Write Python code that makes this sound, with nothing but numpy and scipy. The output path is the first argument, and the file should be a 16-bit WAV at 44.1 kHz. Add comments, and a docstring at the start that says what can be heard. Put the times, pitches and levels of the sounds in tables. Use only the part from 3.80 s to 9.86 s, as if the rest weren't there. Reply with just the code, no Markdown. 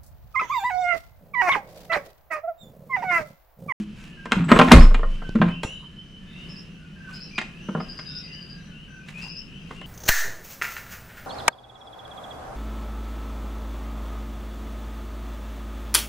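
"""A cabin door in the night rainforest

A plank door knocks, drags and slams: impacts excite its damped modes, and the slam sets the room's air
swinging and overloads the microphone. Feet thud and scuff, a hinge squeals, a latch rings, sleeves brush.
Outside, frogs and a cricket call in pulsed tones over a distant chorus and the forest's wash of noise."""
import sys
import numpy as np
from scipy import signal
from scipy.fft import rfft, irfft
from scipy.io import wavfile

SR = 44100
rng = np.random.default_rng(int(sys.argv[2]) if len(sys.argv) > 2 else 0)


def inscribe(sig):
    """Save sig as 16-bit PCM at rate SR to the path in sys.argv[1].

    A 1-D sig is mono; a 2-D sig holds one channel per row.
    Samples are clipped to [-1, 1] before scaling.
    """
    pcm = np.round(np.clip(np.atleast_2d(sig).T, -1, 1) * 32767)
    wavfile.write(sys.argv[1], SR, pcm.astype(np.int16))


N = 267246


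def undb(db):
    """Amplitude ratio of a level in decibels."""
    return 10 ** (np.asarray(db) / 20)


def unit(x):
    """Normalisation to rms 1."""
    return x / np.sqrt(np.mean(x ** 2) + 1e-20)


def clock(seconds):
    """Uniform sample times over a duration."""
    return np.arange(max(int(seconds * SR), 8)) / SR


def fade(t, t60):
    """Exponential decay by 60 dB in t60 seconds."""
    return np.exp(-np.log(1000) * t / max(t60, 1e-3))


def arch(t):
    """Half-sine envelope."""
    return np.sin(np.pi * t / t[-1]).clip(0)


def walk(rate, size):
    """Random drift: interpolation of `rate` Gaussian values a second."""
    knots = rng.standard_normal(4096)
    return np.interp(np.arange(size) * rate / SR, np.arange(len(knots)), knots)


def contour(points):
    """Linear interpolation of (time [s], level [dB]) over the scene."""
    return np.interp(np.arange(N) / SR, *np.transpose(points))


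def add(track, s, x):
    """Superposition of x on the track from time s."""
    start = int(s * SR)
    x, start = x[max(-start, 0):], max(start, 0)
    track[start:start + len(x)] += x[:max(N - start, 0)]


def colour(x, points):
    """Spectral shaping by (frequency [Hz], gain [dB]) points."""
    hz, db = np.transpose(points)
    f = np.fft.rfftfreq(len(x), 1 / SR) + 1e-3
    return irfft(rfft(x) * undb(np.interp(np.log(f), np.log(hz), db)), len(x))


def band(x, lo_hz, hi_hz):
    """Causal band-pass filtering."""
    sos = signal.butter(3, [lo_hz, min(hi_hz, .49 * SR)], "band", fs=SR, output="sos")
    return signal.sosfilt(sos, x)


def pulsed_tone(length, start_hz, end_hz, waver=0.011, pulse_hz=42, depth=0.59, bend=1.8):
    """Frequency and amplitude modulation: a sine glides (straight if bend is 1) in uneven pulses."""
    t = clock(length)
    glide_hz = end_hz + (start_hz - end_hz) * (1 - t / t[-1]) ** bend
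    hz = glide_hz * (1 + waver * walk(400, len(t)))
    pulse_cycles = np.cumsum(pulse_hz * (1 + 0.12 * walk(55, len(t)))) / SR
    pulses = 1 + depth * np.sin(2 * np.pi * pulse_cycles)
    return unit(np.sin(2 * np.pi * np.cumsum(hz) / SR) * pulses * arch(t) ** 0.26)


# width of the diffuse field: (frequency [Hz], side gain [dB])
SIDE_SPECTRUM = [(60, -12.5), (110, -19), (200, -10), (380, -8.5), (700, -5.5), (1290, -5.5), (2380, -5),
                 (4400, -7), (8120, -6.5), (15000, 2)]
def stereo(mid, side):
    """Diffuse-field coherence: the two channels agree in the bass and part in the treble."""
    side = colour(side, SIDE_SPECTRUM)
    return np.array([mid + side, mid - side])


def reverb(x, t60, spectrum, width_db=3):
    """Reverberation: convolution with dense, decaying reflections; long waves reach both sides alike."""
    t = clock(1.0)
    mid, side = (colour(n, spectrum) for n in rng.standard_normal((2, len(t))))
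    side = undb(width_db) * band(side, 420, 18000)
    tails = stereo(mid, side) * fade(t, t60) * (1 - np.exp(-t / 0.0056))
    return signal.fftconvolve(x[None], unit(tails) / np.sqrt(len(t)), axes=1)[:, :N]


# the forest's background noise: (frequency [Hz], level [dB])
FOREST_SPECTRUM = [(12, -38), (20, -1.5), (113, -8.5), (163, 2), (228, -7), (849, -29.5), (1290, -25),
                   (1530, -24.5), (2200, -27.5), (3070, -19.5), (3340, -30.5), (6010, -37), (6540, -40),
                   (12100, -49.5), (16000, -75.5)]
# its slow swell: (time [s], gain [dB])
FOREST_SWELL = [(0, 0.5), (1.399, 2.5), (2.35, -1), (2.7, 5.5), (3.049, 0), (3.8, 4.5), (4.3, 3.5),
                (5.0, 2), (6.06, 4)]
def night_air(forest_db=-43, wash_db=-4.2, rumble_hz=110, murmur_db=-47):
    """Ambient noise: a swelling wash over a steady rumble, and air murmuring in the cabin's resonance."""
    noise = stereo(*(unit(colour(n, FOREST_SPECTRUM)) for n in rng.standard_normal((2, N))))
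    lowpass = signal.butter(2, rumble_hz, fs=SR, output="sos")
    rumble = signal.sosfiltfilt(lowpass, noise, padtype="even")
    wash = (noise - rumble) * undb(wash_db + contour(FOREST_SWELL) + walk(2.7, N))
    murmur = unit(band(rng.standard_normal(N), 137, 207))
    return undb(forest_db) * (wash + rumble) + undb(murmur_db) * murmur


def chorus(low_hz, high_hz, glide, db, count):
    """Incoherent summation: frogs of one kind, each at its own time, pitch and distance."""
    out = np.zeros(N)
    for when, pitch, size, distance in rng.random((count, 4)):
        hz = low_hz + pitch * (high_hz - low_hz)
        length = 0.0931 + 0.0858 * size
        call = pulsed_tone(length, hz * (1 - glide), hz, waver=0.0053, pulse_hz=35, depth=0.2)
        add(out, when * N / SR, undb(-9 * distance) * call)
    return undb(db) * unit(out)


def distant_frogs():
    """Superposition of three far choruses that swell with the forest."""
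    whistles = chorus(2600, 3100, glide=0.074, db=-57.5, count=150)
    hoots = chorus(1450, 1750, glide=-0.03, db=-65, count=40)
    chirps = chorus(4900, 5250, glide=0.011, db=-75.5, count=60)
    return (whistles + hoots + chirps) * undb(contour(FOREST_SWELL))


# strokes of a sleeve: (time [s], duration [s], level [dB])
SLEEVE_STROKES = [(-0.06, 0.12, -50.5), (0.113, 0.25, -53), (0.628, 0.45, -39), (1.236, 0.18, -56),
                  (2.455, 0.37, -63), (3.255, 0.18, -52), (5.246, 0.11, -51.5), (5.317, 0.21, -48),
                  (5.837, 0.2, -53.5)]
# rubbing cloth: (frequency [Hz], level [dB])
CLOTH_SPECTRUM = [(200, -6), (900, 4), (2500, 6), (4500, -5), (7000, -6), (11000, -16.5), (14000, -21),
                  (17000, -29)]
def sleeves(grain_db=3, tick_db=-7.5, ticks_per_s=500, tick_spread_db=8):
    """Sliding friction: cloth on cloth makes grainy noise, and catching threads add fine ticks."""
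    strokes = np.zeros(N)
    for s, length, db in SLEEVE_STROKES:
        add(strokes, s, undb(db) * arch(clock(length)) ** 1.5)
    slide = unit(colour(rng.standard_normal(N), CLOTH_SPECTRUM) * undb(grain_db * walk(300, N)))
    catches = rng.random(N) < ticks_per_s / SR
    threads = catches * undb(tick_spread_db * rng.standard_normal(N).clip(-2, 2))
    ticks = unit(band(colour(threads, CLOTH_SPECTRUM), 2500, 9500))
    return strokes * (slide + undb(tick_db) * ticks)


# footfalls and heavy pushes: (time [s], level [dB], frequency [Hz])
FOOTFALLS = [(0.0, -18.5, 209.4), (0.567, -11, 189.5), (0.6, -9, 174.8), (0.672, -16, 168.7),
             (0.716, -16.5, 152), (0.79, -10.5, 167), (0.84, -14, 254.5), (0.92, -3.5, 169),
             (0.946, -3.5, 103.8), (1.552, -11.5, 216.6), (1.601, -8, 172), (1.665, -14, 179.8),
             (1.744, -24.5, 169), (2.66, -32, 181), (3.887, -22.5, 186.6), (3.951, -20, 163)]
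def floor_thuds(upper_db=-14, upper_ratio=1.5, push_s=0.0016, t60=0.22):
    """Bending vibration: a soft push makes the floor boom in two low modes."""
    out, t = np.zeros(N), clock(0.6)
    for s, db, hz in FOOTFALLS:
        boom = np.sin(2 * np.pi * hz * t) + undb(upper_db) * np.sin(2 * np.pi * upper_ratio * hz * t)
        add(out, s, undb(db) * boom * fade(t, t60) * (1 - np.exp(-t / push_s)))
    return out


# low frog calls: (time [s], starting frequency [Hz], level [dB])
FROG_HOOTS = [(0.37, 1625, -45), (1.379, 1572, -46.5), (2.981, 1482, -57), (3.158, 1600, -47),
              (3.242, 1548, -43.5), (4.279, 1512, -51), (4.709, 1657, -52.5), (5.079, 1581, -47)]
def hooting_frogs(length_s=0.105, fall=0.032):
    """Downward frequency glide: each hoot sinks slightly in pitch."""
    out = np.zeros(N)
    for s, hz, db in FROG_HOOTS:
        add(out, s, undb(db) * pulsed_tone(length_s, hz, hz * (1 - fall)))
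    return out


# blows of wood on wood: (time [s], level [dB], bass gain [dB], treble gain [dB])
DOOR_BLOWS = [(0.456,-31.5,-3.5,-14), (0.513,-30,-11,-17), (0.520,-11,-10.5,-12), (0.716,-4.5,-1,-25.5),
              (0.762,-13,-4,-42), (0.790,-9.5,-1,-13), (0.797,-6.5,-6,-41), (0.813,-4,-8.5,-30),
              (0.914,-2,-6.5,-40), (0.918,-1.5,-0.5,-5), (0.934,-10,7,-31.5), (1.109,-30.5,-6,-45),
              (1.144,-23,-7,-14), (1.193,-31.5,-3,-38), (1.23,-23.5,-8.5,-49), (1.419,-39.5,-5,-47),
              (1.554,-29.5,8.5,-18), (1.587,-38,7,-19), (1.615,-15.5,0.5,-24), (1.832,-28,-2,-5),
              (3.580,-17,-20,-15), (3.614,-24.5,-20.5,-16), (3.886,-35,6.5,-35), (3.949,-26.5,0,-40),
              (3.974,-37,0,-35), (4.002,-29.5,-2,-27.5), (4.19,-33,-14,-18), (5.286,-38,-37,-8),
              (5.908,-37,-3,-23), (6.014,-40.5,-6,-9.5)]
# modes of the planks: (frequency [Hz], level [dB], t60 before scaling [s])
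PLANK_MODES = [(250, 2.5, 0.15), (330.7, -0.5, 0.16), (467, -6.5, 0.19), (528, -4, 0.3), (613, -1, 0.088),
               (667, -0.5, 0.086), (770, -2, 0.12), (901, -2, 0.16), (1062, 3.5, 0.14), (1125, 2.5, 0.079),
               (1244, 2, 0.11), (1366, 1, .09), (1427, -9, 0.17), (1550, -2.5, 0.094), (1808, -10.5, 0.23),
               (2180, -3.5, 0.21), (2300, -6, 0.057), (2477, 1.5, 0.08), (2830, -6, 0.081), (3260, -5, .06)]
# crack of a contact: (frequency [Hz], level [dB])
CONTACT_SPECTRUM = [(100, 0), (280, 6.5), (450, -9), (1100, 6.5), (2400, 3), (4000, -6.5), (5500, -21),
                    (7000, -17.5), (10000, -25), (14000, -25.5), (18000, -38)]
def door_knocks(t60_scale=0.58, contact_t60=0.015, crack_t60=0.04015, attack_s=0.0036, chatter_db=4):
    """Impact excitation: each blow is a chatter of contacts that cracks and rings the planks' modes."""
    out, t = np.zeros(N), clock(0.4)
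    mode_hz, mode_db, mode_t60 = np.transpose(PLANK_MODES)
    for s, level_db, bass_db, treble_db in DOOR_BLOWS:
        contacts = rng.standard_normal(len(t)) * undb(chatter_db * walk(250, len(t)))
        tuning = mode_hz * (1 + 0.025 * rng.standard_normal(len(mode_hz)))  # each blow rings the planks a little differently
        planks = sum(undb(db) * np.sin(2 * np.pi * hz * t) * fade(t, t60 * t60_scale)
                     for hz, db, t60 in zip(tuning, mode_db, mode_t60))
        ring = signal.fftconvolve(contacts * fade(t, contact_t60), planks)[:len(t)]
        crack = colour(contacts, CONTACT_SPECTRUM) * fade(t, crack_t60)
        blow = unit(ring) + unit(crack)
        # a light piece has little body; a soft contact has little clack and a low treble cutoff
        body_db = min(4 + 0.69 * bass_db, 0)
        clack_db = min(3 + 0.47 * treble_db, 0)
        top_hz = max(13000 * 2 ** (treble_db / 24), 4500)
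        for lo_hz, hi_hz, gain_db in ((130, 600, bass_db), (600, 1600, body_db),
                                      (1600, 3500, clack_db), (3500, top_hz, treble_db)):
            part = band(blow, lo_hz, hi_hz)
            add(out, s, part * undb(level_db + gain_db) / np.std(part[t < attack_s]))
    return out


# the door dragging in its frame: (time [s], duration [s], level [dB])
DOOR_DRAGS = [(0.534, 0.14, -35.5), (0.68, .19, -24), (0.874, 0.2, -21), (1.626, 0.11, -35)]
def door_drags(grain_db=5, tilt_db_per_octave=-3.5, fall_db=14):
    """Stick-slip friction: wood catches on wood in a grainy scrape that dies as the door slows."""
    out = np.zeros(N)
    spectrum = [(hz, db + tilt_db_per_octave * np.log2(hz / 1000)) for hz, db in CONTACT_SPECTRUM]
    for s, length, db in DOOR_DRAGS:
        t = clock(length)
        slips = rng.standard_normal(len(t)) * undb(grain_db * walk(350, len(t)))
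        envelope = arch(t) ** 0.71 * undb(-fall_db * t / t[-1])
        add(out, s, undb(db) * unit(colour(slips, spectrum) * envelope))
    return out


# squeals of the hinge: (time [s], duration [s], level [dB])
HINGE_SQUEALS = [(0.645, 0.0097, -47), (0.685, .095, -44.5)]
def hinge(hz=7880):
    """Friction-excited vibration: the turning hinge gives a thin, fluttering tone."""
    out = np.zeros(N)
    for s, length, db in HINGE_SQUEALS:
        add(out, s, undb(db) * pulsed_tone(length, hz, hz, pulse_hz=180, depth=0.42))
    return out


# pressure swings: (time [s], frequency [Hz], level [dB], t60 [s])
AIR_SWINGS = [(0.936, 54.76, 10.5, 0.24), (0.972, 26.6, 4.5, 0.72), (1.24, 24.6, -13, 0.99)]
def slam_pressure(rise_s=0.027):
    """Damped oscillation: the slam sets air swinging in and out of the cabin."""
    out, t = np.zeros(N), clock(0.88)
    for s, hz, db, t60 in AIR_SWINGS:
        add(out, s, undb(db) * np.sin(2 * np.pi * hz * t) * fade(t, t60) * (1 - np.exp(-t / rise_s)))
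    return out


# shrill phrases: (time [s], notes [count], level of the last note [dB])
CHIRP_PHRASES = [(0.995, 1, -31.5), (2.688, 2, -40.5), (3.335, 2, -36.5), (4.281, 2, -33),
                 (5.415, 3, -33.5)]
def chirping_frogs(length_s=0.0442, period_s=0.069, start_hz=4880, top_hz=5300, step_hz=134, step_db=2.5):
    """Pulsed frequency sweeps: each rising chirp ends higher and is louder than the one before."""
    out = np.zeros(N)
    for s, notes, db in CHIRP_PHRASES:
        for k in range(notes):
            to_go = notes - 1 - k
            end_hz = top_hz - step_hz * to_go
            chirp = pulsed_tone(length_s, start_hz, end_hz, waver=0.024, pulse_hz=135, depth=1)
            add(out, s + k * period_s, undb(db - step_db * to_go) * chirp)
    return out


# one frog's peeps: (time [s], level [dB])
FROG_PEEPS = [(1.14, -52), (1.305, -48.5), (1.42, -49), (1.689, -41), (2.011, -43.5), (2.162, -42),
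              (2.32, -49)]
def peeping_frog(length_s=0.059, hz=3004, rise=0.0198):
    """Tone bursts: a frog repeats one nearly level note."""
    out = np.zeros(N)
    for s, db in FROG_PEEPS:
        add(out, s, undb(db) * pulsed_tone(length_s, hz, hz * (1 + rise)))
    return out


# taps on the microphone's case: (time [s], level [dB], frequency [Hz])
CASE_TAPS = [(1.4927, -9, 161.8), (1.849, -5.5, 111)]
def finger_taps(bump_t60=0.0089, tick_t60=0.0016, tick_db=-15):
    """Structure-borne sound: a finger on the microphone gives a dull bump and a tick."""
    out, t = np.zeros(N), clock(0.88)
    for s, db, hz in CASE_TAPS:
        tick = undb(tick_db) * band(rng.standard_normal(len(t)) * fade(t, tick_t60), 310, 5700)
        bump = np.sin(2 * np.pi * hz * t) * fade(t, bump_t60)
        add(out, s, undb(db) * (tick - bump))
    return out


# frog whistles: (time [s], starting frequency [Hz], level [dB])
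FROG_WHISTLES = [(1.679, 2445, -41.5), (1.84, 2630, -38), (2.541, 2633, -44), (3.509, 2317, -41.5),
                 (3.77, 2650, -48.5), (4.461, 2626, -44), (4.921, 2623, -48), (5.2, 2420, -52),
                 (5.34, 2420, -39), (5.49, 2450, -47), (5.679, 2755, -51), (5.959, 2700, -44.5)]
def whistling_frogs(length_s=0.13, rise=0.16):
    """Upward frequency glide: each deeply pulsed whistle climbs almost linearly."""
    out = np.zeros(N)
    for s, hz, db in FROG_WHISTLES:
        note = pulsed_tone(length_s, hz, hz * (1 + rise), waver=0.026, pulse_hz=60.5, depth=0.85, bend=1.15)
        add(out, s, undb(db) * note)
    return out


# modes of the latch: (frequency [Hz], relative level [dB], t60 before scaling [s])
LATCH_MODES = [(3700, -15, 0.53), (5500, 5, 0.3), (5980, 4, 0.54), (6060, -9, 0.27), (7080, 6, 0.58),
               (7250, 3, 0.54), (7770, -2, 0.23), (9420, -22, 0.2), (9480, 2, 0.71), (14300, -17, .3)]
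def latch(strike_s=1.833, level_db=-54.5, t60_scale=0.7, split_hz=45):
    """Beating: the struck metal rings in pairs of modes close in frequency."""
    out, t = np.zeros(N), clock(0.7)
    for hz, db, t60 in LATCH_MODES:
        pair = sum(np.sin(2 * np.pi * (hz + shift) * t) for shift in split_hz * rng.standard_normal(2))
        add(out, strike_s, undb(level_db + db) * pair * fade(t, t60_scale * t60))
    return out


# far, raspy calls: (time [s], frequency [Hz], level [dB])
FROG_RASPS = [(1.86, 3840, -58), (2.46, 3615, -54.5), (2.49, 2100, -57.5), (3.32, 4220, -55),
              (4.25, 3740, -50), (4.41, 2060, -55), (4.729, 4060, -62)]
def rasping_frogs(length_s=0.17):
    """Roughness: fast pulses and an unsteady pitch turn a tone into a rasp."""
    out = np.zeros(N)
    for s, hz, db in FROG_RASPS:
        add(out, s, undb(db) * pulsed_tone(length_s, hz, hz, waver=0.045, pulse_hz=87.7, depth=0.74))
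    return out


# scuffs on the boards: (time [s], duration [s], frequency [Hz], level [dB])
SOLE_SCUFFS = [(1.997, 0.076, 1040, -57), (3.96, 0.068, 640, -46), (3.277, 0.051, 1100, -53.5),
               (5.422, .07, 900, -54)]
def scuffs():
    """Sliding friction: a sole on wood gives a short, dull band of noise."""
    out = np.zeros(N)
    for s, length, hz, db in SOLE_SCUFFS:
        t = clock(length)
        friction = band(rng.standard_normal(len(t)), hz / 1.11, hz * 1.16)
        add(out, s, undb(db) * unit(friction * arch(t)))
    return out


# strength of the trills: (time [s], level [dB])
CRICKET_LEVEL = [(2.2, -68.5), (3.17, -69), (3.55, -53.5), (3.85, -57.5), (4.2, -61), (5.4, -60),
                 (5.75, -67)]
def cricket(start_s=2.22, period_s=0.3185, count=12, length_s=0.13, hz=5930):
    """Stridulation: evenly spaced trills, each a train of pulses on one pitch."""
    out = np.zeros(N)
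    for s in start_s + period_s * np.arange(count):
        db = np.interp(s, *np.transpose(CRICKET_LEVEL))
        add(out, s, undb(db) * pulsed_tone(length_s, hz, hz, waver=0.008, pulse_hz=64, depth=0.75))
    return out


# runs of pips: (time [s], notes [count], peak level [dB])
FROG_PIPS = [(3.462, 2, -38), (3.998, 9, -34)]
def pipping_frogs(length_s=0.0435, period_s=0.0866, start_hz=4945, sag_hz_per_s=144,
                  swell_s=0.1, swell_db=8.5, ebb_db_per_s=10.5):
    """Periodic tone bursts: a run swells quickly, then ebbs slowly, while its pitch sags."""
    out = np.zeros(N)
    for s, notes, db in FROG_PIPS:
        for age in period_s * np.arange(notes):
            hz = start_hz - sag_hz_per_s * age
            below_db = max(swell_db * (1 - age / swell_s), ebb_db_per_s * (age - swell_s))
            pip = pulsed_tone(length_s, hz, hz, waver=0.024, pulse_hz=135, depth=0.54)
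            add(out, s + age, undb(db - below_db) * pip)
    return out


# where the forest lies as the microphone turns: (time [s], left minus right [dB])
FOREST_BEARING = [(0, 1), (3.1, 0.5), (4.0, 3.5), (5.2, 5), (6.06, 7)]
def forest(close, calls, far, direct_db=-7):
    """Scattering by trees and walls adds echoes; a level difference between channels gives direction."""
    flat = [(1000, 0), (8000, 0)]
    short_echo = undb(-5.5) * reverb(close, t60=0.22, spectrum=flat)
    long_echo = reverb(undb(-2) * calls + far, t60=0.42, spectrum=flat)
    pan_db = contour(FOREST_BEARING)
    pan = undb(np.array([pan_db, -pan_db]) / 2)
    return pan * (undb(direct_db) * (close + calls) + short_echo + long_echo)


# colour of the cabin's reverberation: (frequency [Hz], gain [dB])
CABIN_SPECTRUM = [(100, 4), (300, 0.5), (1000, -4), (3000, -4), (8000, -1), (16000, -8.5)]
def cabin(near, floor):
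    """Room response: direct sound, early reflections from the walls and a reverberant tail."""
    early = reverb(undb(-9) * near, t60=0.048, spectrum=CABIN_SPECTRUM)
    tail = reverb(undb(-8.5) * near + undb(-12) * floor, t60=0.33, spectrum=CABIN_SPECTRUM)
    return near + floor + early + tail


def scene():
    """Superposition of the cabin's sounds, those at the microphone and the forest outside."""
    near = door_knocks() + door_drags() + hinge() + latch() + scuffs()
    indoors = cabin(near, floor_thuds())
    at_microphone = stereo(sleeves(), 0.5 * sleeves()) + slam_pressure() + finger_taps()
    close_frogs = chirping_frogs() + pipping_frogs()
    calls = hooting_frogs() + peeping_frog() + whistling_frogs() + rasping_frogs() + cricket()
    return indoors + at_microphone + forest(close_frogs, calls, distant_frogs()) + night_air()


def record(dry, cutoff_hz=15950):
    """Clipping and band limiting: the slam overloads the recorder, which also cuts the top."""
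    lowpass = signal.ellip(8, 0.2, 70, cutoff_hz, fs=SR, output="sos")
    return signal.sosfilt(lowpass, np.clip(dry, -1, 1))


dry = scene()
out = record(dry)
inscribe(out)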